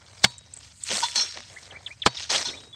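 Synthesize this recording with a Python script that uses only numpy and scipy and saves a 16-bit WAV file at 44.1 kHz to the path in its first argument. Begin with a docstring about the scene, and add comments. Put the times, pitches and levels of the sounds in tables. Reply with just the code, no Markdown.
"""A low rumble lies under it all; a steel hoe chops through stalks into dry soil, then dry stalks snap high.
The hoe is dragged back: clods crumble and crack, and scraping grit makes the blade ring.
A bird whistles falling and rising notes around a second chop and drag; then the lifted blade sings as earth slides.
Soil and stalks are coloured clicks and hiss, steel and ground decaying sine modes, the bird gliding sines."""
import sys
import numpy as np
from scipy import signal
from scipy.fft import rfft, irfft, next_fast_len
from scipy.io import wavfile
from scipy.ndimage import uniform_filter1d, map_coordinates

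SR = 44100
rng = np.random.default_rng(int(sys.argv[2]) if len(sys.argv) > 2 else 0)


def wav_record(signal):
    """Record a signal, one row per channel, as 16-bit PCM in the file named by sys.argv[1]."""
    frames = np.transpose(np.atleast_2d(signal))
    bounded = np.clip(frames, -1, 1)
    # unit amplitude maps onto the largest positive 16-bit level
    quanta = np.round(bounded * 32767).astype(np.int16)
    wavfile.write(sys.argv[1], SR, quanta)


N = 121275
T = np.arange(N) / SR


def amp(db):
    """dB to amplitude."""
    return 10 ** (np.asarray(db) / 20)


def unit(x):
    """x at rms 1."""
    return x / np.sqrt(np.mean(x ** 2) + 1e-20)


def impulse(s):
    """A single unit sample at time s."""
    return 1. * (np.arange(N) == round(s * SR))


def along(points, hz, below_db, above_db):
    """(Hz, dB) points interpolated on a log frequency axis; None holds the end value."""
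    f, db = np.transpose(points)
    return np.interp(np.log(hz + 1), np.log(f), db, below_db, above_db)


def filtered(x, response):
    """x times a zero-phase response of frequency."""
    m = next_fast_len(N + SR)
    return irfft(rfft(x, m) * response(np.fft.rfftfreq(m, 1 / SR)), m)[:N]


def coloured(x, points, tilt_db_per_oct=0, above_db=None):
    """x shaped by (Hz, dB) points and a tilt about 2 kHz, scaled to rms 1 below 9 kHz."""
    def response(hz):
        return amp(along(points, hz, -90, above_db) + tilt_db_per_oct * np.log2(hz / 2000 + .01))
    y = filtered(x, response)
    return y / np.std(filtered(y, lambda hz: hz < 9000))


def wobble(knots_per_s):
    """A smooth random curve."""
    return map_coordinates(rng.standard_normal(N // 10), [T * knots_per_s])


def gritty(per_s, spread_db, hiss):
    """Random clicks of uneven size at rms 1, plus hiss at the given rms."""
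    sizes = amp(spread_db * np.minimum(rng.exponential(size=N), 3))
    clicks = (rng.random(N) < per_s / SR) * rng.standard_normal(N) * sizes
    return unit(clicks) + hiss * rng.standard_normal(N)


def patchy(x, depth_db):
    """x with random patches of gain in time and frequency, at rms 1."""
    z = signal.stft(x, nperseg=256)[2]
    patches = uniform_filter1d(rng.standard_normal(z.shape), size=5, axis=0)
    patches = uniform_filter1d(patches, size=6, axis=1)
    return unit(signal.istft(z * amp(depth_db * unit(patches)), nperseg=256)[1][:N])


def ring(x, modes):
    """x drives (Hz, dB, t60) modes; a unit impulse starts each at its dB."""
    t = T[:SR // 2]
    response = sum(amp(db - 60 * t / t60) * np.sin(2 * np.pi * hz * t) for hz, db, t60 in modes)
    return signal.fftconvolve(x, response)[:N]


# chops: (meets stalks [s], meets soil [s], crunch level [dB], stalks re crunch [dB], hold [s],
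#         fade t60 [s], crunch tilt [dB/octave], thud gain [dB], ring gain [dB])
CHOP_EVENTS = [(0.223, 0.242, -9.5, -3, 0.0071, 0.0075, 0, -24, -30.5),
               (2.047, 2.0619, -10.5, -6.5, 0.0043, 0.042, -3.5, -24, -30.5)]
# crunch spectrum: (frequency [Hz], level [dB])
CRUNCH_SPECTRUM = [(150, -17.5), (900, -2), (1300, -6), (2000, -5.5), (2900, -8), (3500, -2.5), (6000, -13)]
# torn stalks spectrum: (frequency [Hz], level [dB])
STALK_SPECTRUM = [(600, -8), (3200, -7), (4200, 10.5), (6400, -0.5)]
# ground modes: (frequency [Hz], relative level [dB], t60 [s])
GROUND_MODES = [(65, -31, 0.17), (125.2, -0.5, 0.15), (196.4, 8.5, 0.051)]
# blade modes: (frequency [Hz], edge-struck rel. level [dB], face-scraped rel. level [dB], free t60 [s])
BLADE_MODES = [(965, -6, -6, .28), (1480, -25, -10, .2), (1930, -25, -13, .15), (3480, -22, -5, .25),
               (3812, -12, -36, 1.1), (4182, -14, -4, .4), (4435, -30, -3, .2), (4490, -1, -30, .35),
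               (5210, -24, -6, .15), (5555, -24, -3, .33), (5916, -24, -12, .3), (6110, -14, -4, .15)]
STALK_RISE_DB = 48
SETTLE_DB, SETTLE_T60_S = -9.5, 0.05  # loose earth after a chop
CHOP_T60_SHARE = 0.71  # of the blade's free t60, left in the soil


def chops():
    """The blade tears stalks, crunches into soil, thuds the ground modes and rings its own."""
    out = np.zeros(N)
    for start, s, db, stalk_db, hold, fade, tilt_db, thud_db, ring_db in CHOP_EVENTS:
        after = np.maximum(T - s - hold, 0)
        rise_db = STALK_RISE_DB * np.minimum((T - s) / (s - start), 0)
        stalk_env = amp(stalk_db + rise_db - 60 * after / fade) * (T > start)
        attack = np.clip((T - s) / .001, 0, 1)
        crunch_env = attack * (amp(-60 * after / fade) + amp(SETTLE_DB - 60 * after / SETTLE_T60_S))
        stalks = stalk_env * coloured(rng.standard_normal(N), STALK_SPECTRUM)
        crunch = crunch_env * coloured(gritty(5600, 2.1, hiss=0.98), CRUNCH_SPECTRUM, tilt_db)
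        out += amp(db) * (stalks + crunch)
        blow = impulse(s + hold / 2)
        modes = [(hz, ring_db + struck_db + rng.normal(0, 0.77), t60 * CHOP_T60_SHARE)
                 for hz, struck_db, _, t60 in BLADE_MODES]
        out += amp(thud_db) * ring(blow, GROUND_MODES) + ring(blow, modes)
    return out


# moving earth and dry leaves: (time [s], grit level [dB], clods level [dB], fine dust level [dB])
EARTH_LEVELS = [(0, -58, -59, -65.5), (0.298, -49, -53, -51), (0.36, -55, -67, -68), (0.52, -60, -62, -64),
                (0.659, -48.5, -61, -53.5), (0.711, -54.5, -66, -61.5), (0.801, -57, -68.5, -51.5),
                (0.879, -35.5, -63, -38), (0.902, -28.5, -35.5, -40.5), (0.962, -30, -34, -27.5),
                (1.04, -30, -45.5, -38.5), (1.1, -40, -53.5, -42), (1.141, -38.5, -63, -47),
                (1.16, -27.5, -36.5, -31.5), (1.24, -35, -43.5, -43.5), (1.32, -40.5, -64.5, -52),
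                (1.375, -41, -39, -55), (1.43, -47, -61, -60), (1.54, -52, -53, -52.5),
                (1.65, -50, -57.5, -56.5), (1.728, -57, -45, -61.5), (1.787, -58, -56, -65.5),
                (1.878, -53, -54, -54.5), (1.96, -60.5, -65.5, -64), (2.121, -49.5, -54, -60.5),
                (2.17, -38, -57.5, -53), (2.221, -31.5, -49.5, -48), (2.289, -46, -66, -59),
                (2.303, -19.5, -32.5, -34.5), (2.349, -22.5, -30, -32.5), (2.412, -31.5, -34.5, -39),
                (2.548, -46, -81, -54), (2.75, -64, -60.5, -65)]
# grit spectrum: (frequency [Hz], level [dB])
GRIT_SPECTRUM = [(1100, -10.5), (1700, -6.5), (4300, 1), (6600, -1), (7400, -18.5)]
# clods spectrum: (frequency [Hz], level [dB])
CLOD_SPECTRUM = [(120, -18), (220, -9), (330, -8), (560, -1.5), (1300, -7), (2400, -5.5)]
# fine dust spectrum: (frequency [Hz], level [dB])
DUST_SPECTRUM = [(6300, -13.5), (8000, -8.5)]
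LOADED_T60_S, LOADED_DB = 0.091, -10  # blade under soil: mode t60, level in the grit


def drags():
    """Grit, clods and dust move in uneven grains; grit also drives the damped blade."""
    s, *columns = np.transpose(EARTH_LEVELS)
    grit_env, clod_env, dust_env = [amp(np.interp(T, s, db)) for db in columns]
    lumps = amp(2 * wobble(120))
    grains = gritty(1200, 3.5, hiss=0.9)
    loaded_blade = unit(ring(grains, [(hz, db, LOADED_T60_S) for hz, _, db, _ in BLADE_MODES]))
    grit = coloured(grains, GRIT_SPECTRUM, above_db=-87) + amp(LOADED_DB) * loaded_blade
    clods = coloured(gritty(400, 4.8, hiss=1.53), CLOD_SPECTRUM, above_db=-80.5)
    dust = coloured(gritty(2500, 2.4, hiss=0.88), DUST_SPECTRUM)
    out = grit_env * lumps * patchy(grit, depth_db=3)
    out += clod_env * lumps * patchy(clods, depth_db=2)
    return out + dust_env * dust + slide(lumps)


SLIDE_START_S, SLIDE_DB, SLIDE_T60_S, SLIDE_HZ = 2.448, -37.5, 0.7, 356


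def slide(lumps):
    """Earth slides back: resonant grit, a dull rumble sharing the drag's lumps."""
    env = amp(SLIDE_DB - 60 * (T - SLIDE_START_S) / SLIDE_T60_S)
    env = env * np.clip(20 * (T - SLIDE_START_S), 0, 1)
    grit = signal.lfilter(*signal.iirpeak(SLIDE_HZ, 1, SR), gritty(510, 1.1, hiss=1))
    return env * lumps * unit(grit)


# soft clods landing: (time [s], level [dB], pitch [Hz])
CLOD_THUMPS = [(0.931, -33, 206.4), (1.175, -44.5, 219), (1.383, -47.5, 241)]
THUMP_T60_S = 0.15


def thumps():
    """Each landing clod sounds one low decaying sine."""
    return sum(ring(impulse(s), [(hz, db, THUMP_T60_S)]) for s, db, hz in CLOD_THUMPS)


# stones on the blade: (time [s], fade t60 [s], blow level [dB], mode tilt [dB/octave])
STONE_SCRAPES = [(1.025, 0.09, -25.5, -5), (1.036, .06, -16, -3), (1.157, 0.064, -16, 7),
                 (1.176, 0.14, -17.5, 4.5), (1.209, 0.093, -20.5, 9), (2.301, 0.032, -29, -1.5),
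                 (2.325, 0.059, -24, 0), (2.379, 0.024, -28.5, 8), (2.452, 0.15, -22.5, 3)]
SING_START_S, SING_DB = 2.47, -29  # the lifted blade
PRESSED_T60_SHARE, FREE_RING_DB = .17, -14  # t60 share under a stone; level of the free ring
RASP_DB = 3  # broad grit under the modes


def scrapes():
    """Stones drive blade modes with grit: damped clink, weak free ring; lifted, the two longest modes sing."""
    longest = sorted(BLADE_MODES, key=lambda mode: mode[-1])[-2:]
    out = ring(impulse(SING_START_S), [(hz, SING_DB + db, t60) for hz, db, _, t60 in longest])
    for s, fade, db, tilt_db in STONE_SCRAPES:
        drive = (T > s) * amp(-60 * np.abs(T - s) / fade) * gritty(2500, 0.8, hiss=0.66)
        drive = amp(db) * drive / np.linalg.norm(drive)
        modes = [(hz, face_db + tilt_db * np.log2(hz / 4000) + rng.normal(0, 1.1), t60)
                 for hz, _, face_db, t60 in BLADE_MODES]
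        pressed = [(hz, mode_db, t60 * PRESSED_T60_SHARE) for hz, mode_db, t60 in modes]
        free = [(hz, mode_db + FREE_RING_DB, t60) for hz, mode_db, t60 in modes]
        out += ring(drive, pressed + free)
        out += amp(RASP_DB) * np.std(drive) * coloured(drive, GRIT_SPECTRUM, above_db=-43.5)
    return filtered(out, lambda hz: 1 / (1 + (750 / (hz + 1)) ** 8))  # thin steel has no bass


# clods and stalks cracking: (time [s], peak level [dB], pitch [Hz])
CRACK_EVENTS = [(0.342, -35, 3500), (0.61, -35.5, 1450), (0.89, -15, 3500), (0.899, -21, 4500),
                (0.9145, -12, 4000), (0.915, -19, 950), (0.92, -10, 4200), (0.9425, -13, 4800),
                (0.953, -14, 3900), (0.9695, -14, 4000), (0.972, -9, 5500), (1.005, -16, 2200),
                (1.085, -19, 1800), (1.373, -20, 1490), (1.386, -26, 4000), (1.405, -23, 2010),
                (1.437, -32, 2500), (1.53, -35, 3000), (1.656, -33, 3640), (2.198, -18, 4190),
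                (2.205, -27, 950), (2.363, -11, 3500), (2.383, -11, 4500), (2.636, -35, 1500)]
CRACK_T60_S = .005  # of the noise fed to the resonance


def cracks():
    """A decaying noise burst through a broad resonance per crack."""
    out, t = np.zeros(N + SR), T[:SR // 20]
    for s, db, hz in CRACK_EVENTS:
        burst = amp(-60 * t / CRACK_T60_S) * rng.standard_normal(len(t))
        crack = signal.lfilter(*signal.iirpeak(hz, 1.2, SR), burst)
        out[round(s * SR):][:len(t)] += amp(db) * crack / np.abs(crack).max()
    return out[:N]


# dry stalks snapping: (time [s], level [dB])
SNAP_EVENTS = [(0.38, -34.5), (0.387, -38.5), (0.5359, -32.5), (0.5399, -39), (0.564, -38), (0.5707, -34),
               (0.5863, -39.5), (0.8353, -20.5)]
SNAP_HZ, SNAP_HALF_WIDTH_HZ, SNAP_RISE_S = 7960, 530, 0.0029


def snaps():
    """Bell-shaped bursts of narrow high noise over a faint broad hiss."""
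    env = np.zeros(N)
    for s, db in SNAP_EVENTS:
        env += amp(db) * np.exp(-((T - s) / SNAP_RISE_S - 1) ** 2 * 2)

    def band(hz):
        return 1 / (1 + ((hz - SNAP_HZ) / SNAP_HALF_WIDTH_HZ) ** 2) + 0.04 * (hz > 3000)
    return env * unit(filtered(rng.standard_normal(N), band))


# falling notes: (time [s], level [dB], start pitch [Hz])
FALLING_NOTES = [(1.708, -37, 3500), (1.862, -25, 3806), (2.019, -21, 3860), (2.169, -25, 4090),
                 (2.485, -23.5, 3960)]
# rising notes: (time [s], level [dB], start pitch [Hz])
RISING_NOTES = [(1.561, -36, 1554), (1.75, -37.5, 1763), (1.904, -35.5, 1846), (2.53, -38, 1816)]
# short pips: (time [s], level [dB], pitch [Hz])
PIP_NOTES = [(2.572, -39.5, 3507), (2.728, -39, 3450)]
FALL_S, FALL_HZ_PER_S, FALL_FADE_DB_PER_NOTE = 0.022, 105000, 59  # fade runs from 0.2 to 0.5 of the note
RISE_S, RISE_HZ, RISE_TOP_SHARE = 0.0232, 603, 0.806  # length, arch height, share of the note at its top
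PIP_S = .018
ECHO_DB, ECHO_T60_S = -3.5, 0.039


def bird():
    """Gliding sines: steep fading falls, small arches, level pips; the bushes smear them."""
    out = np.zeros(N)

    def note(s, length, hz, db):
        u = np.clip((T - s) / length, 0, 1)
        env = amp(db(u)) * np.minimum(1, 6 * np.sin(np.pi * u))
        return env * np.sin(2 * np.pi * np.cumsum(hz(u)) / SR)
    for s, db, hz in FALLING_NOTES:
        out += note(s, FALL_S, lambda u: hz - FALL_HZ_PER_S * FALL_S * u,
                    lambda u: db - FALL_FADE_DB_PER_NOTE * np.clip(u - .2, 0, .3))
    for s, db, hz in RISING_NOTES:
        out += note(s, RISE_S, lambda u: hz + RISE_HZ * (1 - (1 - u / RISE_TOP_SHARE) ** 2),
                    lambda u: db - 25 * (u - .55) ** 2)
    for s, db, hz in PIP_NOTES:
        out += note(s, PIP_S, lambda u: hz + 0 * u, lambda u: db - 5 * u)
    t = T[:SR // 4]
    tail = amp(-60 * t / ECHO_T60_S) * rng.standard_normal(len(t)) * (t > .003)
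    return out + amp(ECHO_DB) * signal.fftconvolve(out, tail / np.linalg.norm(tail))[:N]


# rumble spectrum: (frequency [Hz], level [dB])
RUMBLE_SPECTRUM = [(25, -47), (45, -13.5), (88, 4), (200, -14), (320, -22)]
RUMBLE_DB = -54.5


def rumble():
    """Low noise whose level wavers slightly."""
    level = amp(RUMBLE_DB + 0.43 * wobble(7.67))
    return level * coloured(rng.standard_normal(N), RUMBLE_SPECTRUM, above_db=-80)


def scene():
    """All sources summed to one channel."""
    hoe = chops() + drags() + thumps() + scrapes()
    return (hoe + cracks() + snaps() + bird() + rumble())[None]


# microphone response: (frequency [Hz], level [dB])
MICROPHONE_RESPONSE = [(35, -9.5), (70, -2.5), (8300, -1.5), (9600, -15.5), (10400, -23.5), (12800, -30.5),
                       (13700, -29.5), (14400, -39.5), (15500, -57.5)]
TOP_HZ = 15620


def record(dry):
    """The microphone thins deep bass and dulls treble, rounds off loud peaks, passes nothing above TOP_HZ."""
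    heard = filtered(dry[0], lambda hz: amp(along(MICROPHONE_RESPONSE, hz, None, None)))
    soft = heard / (1 + np.abs(heard) ** 8) ** (1 / 8)
    return filtered(soft, lambda hz: hz < TOP_HZ)[None]


dry = scene()
out = record(dry)
wav_record(out)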